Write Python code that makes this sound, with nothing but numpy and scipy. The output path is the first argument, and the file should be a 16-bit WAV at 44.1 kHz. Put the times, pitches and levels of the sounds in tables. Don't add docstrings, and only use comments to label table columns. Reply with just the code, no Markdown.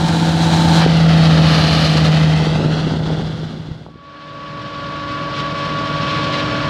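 import sys
import numpy as np
from scipy import signal
from scipy.fft import rfft, irfft, next_fast_len
from scipy.io import wavfile

SR = 44100
rng = np.random.default_rng(int(sys.argv[2]) if len(sys.argv) > 2 else 0)


def put_to_file(sound):
    columns = np.atleast_2d(sound).T
    safe = np.clip(columns, -1, 1)
    whole_steps = np.round(safe * 32767)
    wavfile.write(sys.argv[1], SR, whole_steps.astype(np.int16))


N = 295029
TIME = np.arange(N) / SR


def from_db(db):
    return 10 ** (np.asarray(db) / 20)


def rms_one(x):
    return x / np.sqrt(np.mean(x ** 2) + 1e-20)


def in_time(rows):
    return np.interp(TIME, *np.transpose(rows))


def bump(s, width_s):
    return np.exp(-((TIME - s) / width_s) ** 2)


def ramp(start_s, end_s):
    return np.clip((TIME - start_s) / (end_s - start_s), 0, 1)


def drift(rate):
    hop, settle = 40, 2000
    pole = np.exp(-2 * np.pi * rate * hop / SR)
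    noise = rng.standard_normal(N // hop + settle + 2)
    slow = signal.lfilter([1], [1, -2 * pole, pole * pole], noise)[settle:]
    return np.interp(np.arange(N) / hop, np.arange(len(slow)), rms_one(slow))


def colour(x, points, band=(0, SR)):
    size = next_fast_len(N)
    hz = np.arange(size // 2 + 1) * SR / size
    knots, db = np.transpose(points)
    shaped = rfft(x, size) * from_db(np.interp(np.log(hz + 1), np.log(knots), db))
    shaped = shaped / (1 + (hz / (2 * knots[-1])) ** 2) * hz / (hz + knots[0] / 2)
    inside = shaped[(hz >= band[0]) & (hz < band[1])]
    return irfft(shaped, size)[:N] * size / np.sqrt(2 * np.sum(np.abs(inside) ** 2))


def butter(x, hz, kind, order):
    return signal.sosfilt(signal.butter(order, hz, kind, fs=SR, output="sos"), x)


def tone(turns, fading_db, fading_rate):
    sine = np.sin(2 * np.pi * (turns + rng.random()))
    return rms_one(sine * from_db(fading_db * drift(fading_rate)))


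def grains(per_s, spread_db):
    sizes = from_db(spread_db * np.minimum(rng.exponential(1, N), 4)) * rng.choice([-1, 1], N)
    return sizes * (rng.random(N) < per_s / SR)


def echo(x, lag_s, share):
    return (x + share * np.interp(TIME - lag_s, TIME, x)) / np.sqrt(1 + share ** 2)


CYLINDERS = 10
# t/s, f/Hz
FIRING_RATE = [(0, 165.3), (.36, 164.1), (.72, 165), (1.6, 158.5), (2.1, 156.8), (2.6, 156.4),
               (3.15, 158.8), (3.8, 157.7)]

def engine_cycles():
    firing_hz = in_time(FIRING_RATE) * (1 + .0011 * drift(8))
    return np.cumsum(firing_hz) / SR / CYLINDERS


def exhaust(cycles):
    broadside = bump(1.745, width_s=.31)
    screened = .5 + .5 * np.tanh((TIME - 2.4) / .042)
    level_db = -8.5 - 6 * broadside - 5 * screened
    return from_db(level_db) * tone(cycles * CYLINDERS, fading_db=-.14, fading_rate=31)


# multiple of the cycle rate, relative level/dB before and after the dulling at 0.8 s
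THROB_TONES = [(5, -31, -29), (6, -35, -39), (9, -32, -33), (11, -35, -38), (12, -35, -34), (13, -32, -30),
               (15, -32, -34), (17, -35, -40), (18, -31, -32), (19, -34, -40), (20, -30, -35),
               (28, -41, -38), (31, -40, -39), (34, -39, -37), (42, -35, -33), (45, -33, -40),
               (48, -36, -44), (53, -31, -40), (54, -34, -42)]

def cylinder_throb(cycles, dulled):
    throb = 0
    for multiple, before_db, after_db in THROB_TONES:
        level_db = before_db + dulled * (after_db - before_db)
        throb += from_db(level_db) * tone(cycles * multiple, fading_db=1.5, fading_rate=14)
    return throb


def knock(cycles, repeat_gain=.75, pulsing=.11, uneven_db=.5, rattle_db=1.27):
    pattern = rng.standard_normal(round(SR * CYLINDERS / FIRING_RATE[0][1]))
    repeated = pattern[(cycles % 1 * len(pattern)).astype(int)]
    firings = cycles * CYLINDERS
    cylinder_db = uneven_db * rms_one(rng.standard_normal(CYLINDERS))
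    strength_db = cylinder_db[firings.astype(int) % CYLINDERS] + rattle_db * drift(25)
    bursts = (1 + pulsing * np.cos(2 * np.pi * firings)) * from_db(strength_db)
    return bursts * (repeat_gain * repeated + rng.standard_normal(N))


# f/Hz, level/dB
KNOCK_OPENING = [(200, -4), (430, -3), (880, 0), (1150, -6.5), (1400, -3.5), (2300, -17), (3200, -15.5),
                 (4050, -9.5), (4700, -19), (7000, -24.5), (10000, -34), (12000, -43.5), (15500, -45)]
KNOCK_NEAR = [(200, -9), (450, -2.5), (700, 1), (1050, -4.5), (1320, -1), (2200, -8), (3050, -6),
              (3450, -7.5), (4200, -3.5), (5600, -16), (8000, -29.5), (10000, -32), (15500, -48.5)]
KNOCK_LEAVING = [(200, -12), (750, -0.5), (1150, -12.5), (1500, -7), (1750, -8.5), (2000, -3.5),
                 (2250, -10), (2600, -4), (4200, -6.5), (8000, -26.5), (15500, -48)]
KNOCK_FAR = [(200, 10), (600, -3.5), (1100, -8), (1550, -5), (1800, -10), (2600, -17), (3300, -7.5),
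             (4300, -11.5), (5800, -21.5), (8500, -35), (9800, -39), (15500, -67)]
# t/s, half length/s, block boost/dB, ticking boost/dB
CLATTER_FLARES = [(0.818, 0.031, 6.5, 3.5), (1.787, 0.24, 0, 3), (2.792, 0.16, 1.5, 1.5)]

def engine_clatter(impacts, timbre, block_db, ticking_db, split_hz=2000):
    for s, width_s, block_boost_db, ticking_boost_db in CLATTER_FLARES:
        block_db = block_db + block_boost_db * bump(s, width_s)
        ticking_db = ticking_db + ticking_boost_db * bump(s, width_s)
    low = butter(impacts, split_hz, "low", order=5)
    high = butter(impacts, split_hz, "high", order=5)
    clatter = 0
    for k, spectrum in enumerate((KNOCK_OPENING, KNOCK_NEAR, KNOCK_LEAVING, KNOCK_FAR)):
        weight = np.clip(1 - np.abs(timbre - k), 0, 1)
        block = from_db(block_db) * colour(low, spectrum, band=(600, split_hz))
        ticking = from_db(ticking_db) * colour(high, spectrum, band=(split_hz, 7000))
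        clatter += weight * (block + ticking)
    return clatter


# t/s, lag/s
GROUND_ECHO = [(0, .00126), (.8, .00122), (1.05, .00153), (1.6, .0017), (2, .00166), (2.8, .00146),
               (3.9, .00145)]
# t/s, lag/s
BODY_ECHO = [(2.3, .00098), (2.75, .00068), (3.2, .00064)]

def reflections(clatter, dulled):
    with_ground = echo(clatter, in_time(GROUND_ECHO), share=.15 + .11 * dulled)
    return echo(with_ground, in_time(BODY_ECHO), share=.35 * bump(2.62, width_s=.3))


# t/s, timbre (0 to 3)
CLATTER_TIMBRE = [(0, 0), (.78, 0), (.84, 1.5), (1.8, 1), (2.3, 2), (3.0, 3)]
# block level/dB, ticking level/dB, throb gain/dB
TIMBRE_LEVELS = [(-19.5, -20, 7), (-22.5, -22.5, 3.5), (-23.5, -25, 3), (-28, -28, -5.5)]

def truck(nearest_s=1.554, pass_s=.68):
    timbre = in_time(CLATTER_TIMBRE)
    dulled = np.clip(timbre, 0, 1)
    distance = np.hypot(1, (TIME - nearest_s) / pass_s)
    block_db, ticking_db, throb_db = (np.interp(timbre, range(4), db)
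                                      for db in np.transpose(TIMBRE_LEVELS))
    cycles = engine_cycles()
    drone = exhaust(cycles)
    throb = from_db(throb_db) * cylinder_throb(cycles, dulled)
    clatter = engine_clatter(knock(cycles), timbre, block_db, ticking_db)
    return (drone + throb + reflections(clatter, dulled)) / distance


# f/Hz, level/dB
WIND_RUMBLE = [(25, -31), (42, -27), (60, 0), (100, 2.5), (140, 2.5), (220, -2), (330, -8), (600, -20.5)]
WIND_FLUTTER = [(30, -31), (60, -18), (150, -1.5), (300, -3), (550, -10), (900, -15), (3000, -64)]
# t/s, length/s, added flutter level/dB
WIND_GUSTS = [(2.38, 0.32, -25.5), (2.74, 0.446, -27.5)]

def wind(rumble_db=-29.5, breeze_db=-34, attack_s=.023, release_s=.077):
    strength = from_db(breeze_db)
    for s, length_s, db in WIND_GUSTS:
        end_s = s + length_s
        strength += from_db(db) * ramp(s, s + attack_s) * (1 - ramp(end_s, end_s + release_s))
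    rumble = colour(rng.standard_normal(N), WIND_RUMBLE, band=(40, 135))
    flutter = colour(grains(per_s=360, spread_db=2.5), WIND_FLUTTER)
    return from_db(rumble_db) * rumble + strength * flutter


# t/s, level/dB, brightness f/Hz
WIND_THUMPS = [(0.862, 0, 394), (1.955, -9.5, 360), (2.056, -14.5, 400), (2.604, -8, 440), (2.659, -5, 268),
               (2.868, -14, 259), (2.91, -15.5, 403), (3.104, -11, 630), (3.203, -15, 260),
               (3.432, -21, 547), (3.685, -18.5, 232), (3.713, -18.5, 154), (3.864, -23, 860),
               (3.886, -27.5, 600), (3.957, -26.5, 320)]

def wind_thumps(ring_s=.0035, ring_share=.17):
    thumps = np.zeros(N)
    for s, db, hz in WIND_THUMPS:
        swing = (TIME - s) * hz * np.pi - 2
        pressure = 2 * swing * np.exp(-np.minimum(swing ** 2, 20))
        since = np.clip(TIME - s, 0, 20 * ring_s)
        ring = -np.sin(2 * np.pi * hz * since) * np.exp(-since / ring_s)
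        thumps += from_db(db) * (pressure + ring_share * ring)
    return thumps


# t/s, level/dB before the fade-in
DRUM_WHINE = [(3.9, -20), (5, -21.5), (6.25, -23), (6.66, -28.5)]

def drum_whine(drum):
    return from_db(in_time(DRUM_WHINE)) * tone(4 * drum, fading_db=1.3, fading_rate=12)


# multiple of the drum rate, level/dB against the chopping noise
KNIFE_TONES = [(2, 2), (3, -11), (5, -3), (8, -11)]
# f/Hz, level/dB against the chopping noise
DRIVE_HUM = [(63.5, -8.5), (103, -5), (124, -8), (149.7, 4), (190.5, -19), (254, -7.5), (299.4, 2),
             (599, -12), (646, -4.5), (1292, -13), (1723, -13.5)]

def machine_hum(drum):
    hum = sum(from_db(db) * tone(k * drum, fading_db=1.2, fading_rate=7.4) for k, db in KNIFE_TONES)
    for hz, db in DRIVE_HUM:
        turns = np.cumsum(hz + 1.4 * drift(6.3)) / SR
        hum += from_db(db) * tone(turns, fading_db=1.5, fading_rate=4.8)
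    return hum


# f/Hz, level/dB
SPOUT_SPECTRUM = [(1400, -22), (1950, -0.5), (2600, 1), (3100, 1.5), (3650, -1), (4300, -3), (5000, -9),
                  (5450, -8.5), (5750, -16.5), (6300, -19), (7000, -23.5), (7900, -28), (9500, -40.5),
                  (15500, -56)]
# t/s, added hiss level/dB before the fade-in, rise and decay time/s
STALK_GULPS = [(5.392, -24.5, 0.02), (5.655, -38, 0.054), (6.102, -33, .07), (6.359, -35, .08)]

def crop_hiss(drum, hiss_db=-28):
    feed = from_db(.96 * drift(25)) * (1 + .18 * np.cos(4 * np.pi * drum))
    hiss = colour(feed * grains(per_s=11000, spread_db=-1.5), SPOUT_SPECTRUM)
    gulps = sum(from_db(db) * np.exp(-np.abs(TIME - s) / decay_s) for s, db, decay_s in STALK_GULPS)
    return (from_db(hiss_db) + gulps) * echo(hiss, lag_s=.0035, share=.29)


# f/Hz, level/dB
ROAR_SPECTRUM = [(25, -26), (42, -28), (62, -12.5), (110, -1.5), (160, 1.5), (230, -4.5), (320, -7),
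                 (500, -40)]
CHOP_SPECTRUM = [(200, -10), (330, -2.5), (480, 1.5), (640, 0.5), (800, -7), (1070, 3.5), (1250, -1),
                 (1520, -2.5), (1720, 2), (1880, -8), (3000, -41)]

def harvester(drum_hz=282.75, roar_db=-25.5, chop_db=-31.5):
    drum = np.cumsum(drum_hz * (1 + .000677 * drift(2.17))) / SR
    whine = drum_whine(drum)
    hum = machine_hum(drum)
    roar = colour(rng.standard_normal(N), ROAR_SPECTRUM)
    chop = colour(grains(per_s=7000, spread_db=.5), CHOP_SPECTRUM, band=(700, 1080))
    return whine + from_db(chop_db) * (hum + chop) + from_db(roar_db) * roar + crop_hiss(drum)


def scene():
    passing = truck() * (1 - ramp(3.14, 4.01))
    buffeting = wind() * (1 - ramp(3.2, 4.07)) + wind_thumps()
    approaching = harvester() * ramp(3.848, 6.585)
    return (passing + buffeting + approaching)[None]


def record(dry, ceiling=.95, cutoff_hz=15700):
    rounded = dry / (1 + (dry / ceiling) ** 8) ** (1 / 8)
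    return signal.sosfilt(signal.ellip(14, .1, 80, cutoff_hz, fs=SR, output="sos"), rounded)


dry = scene()
out = record(dry)
put_to_file(out)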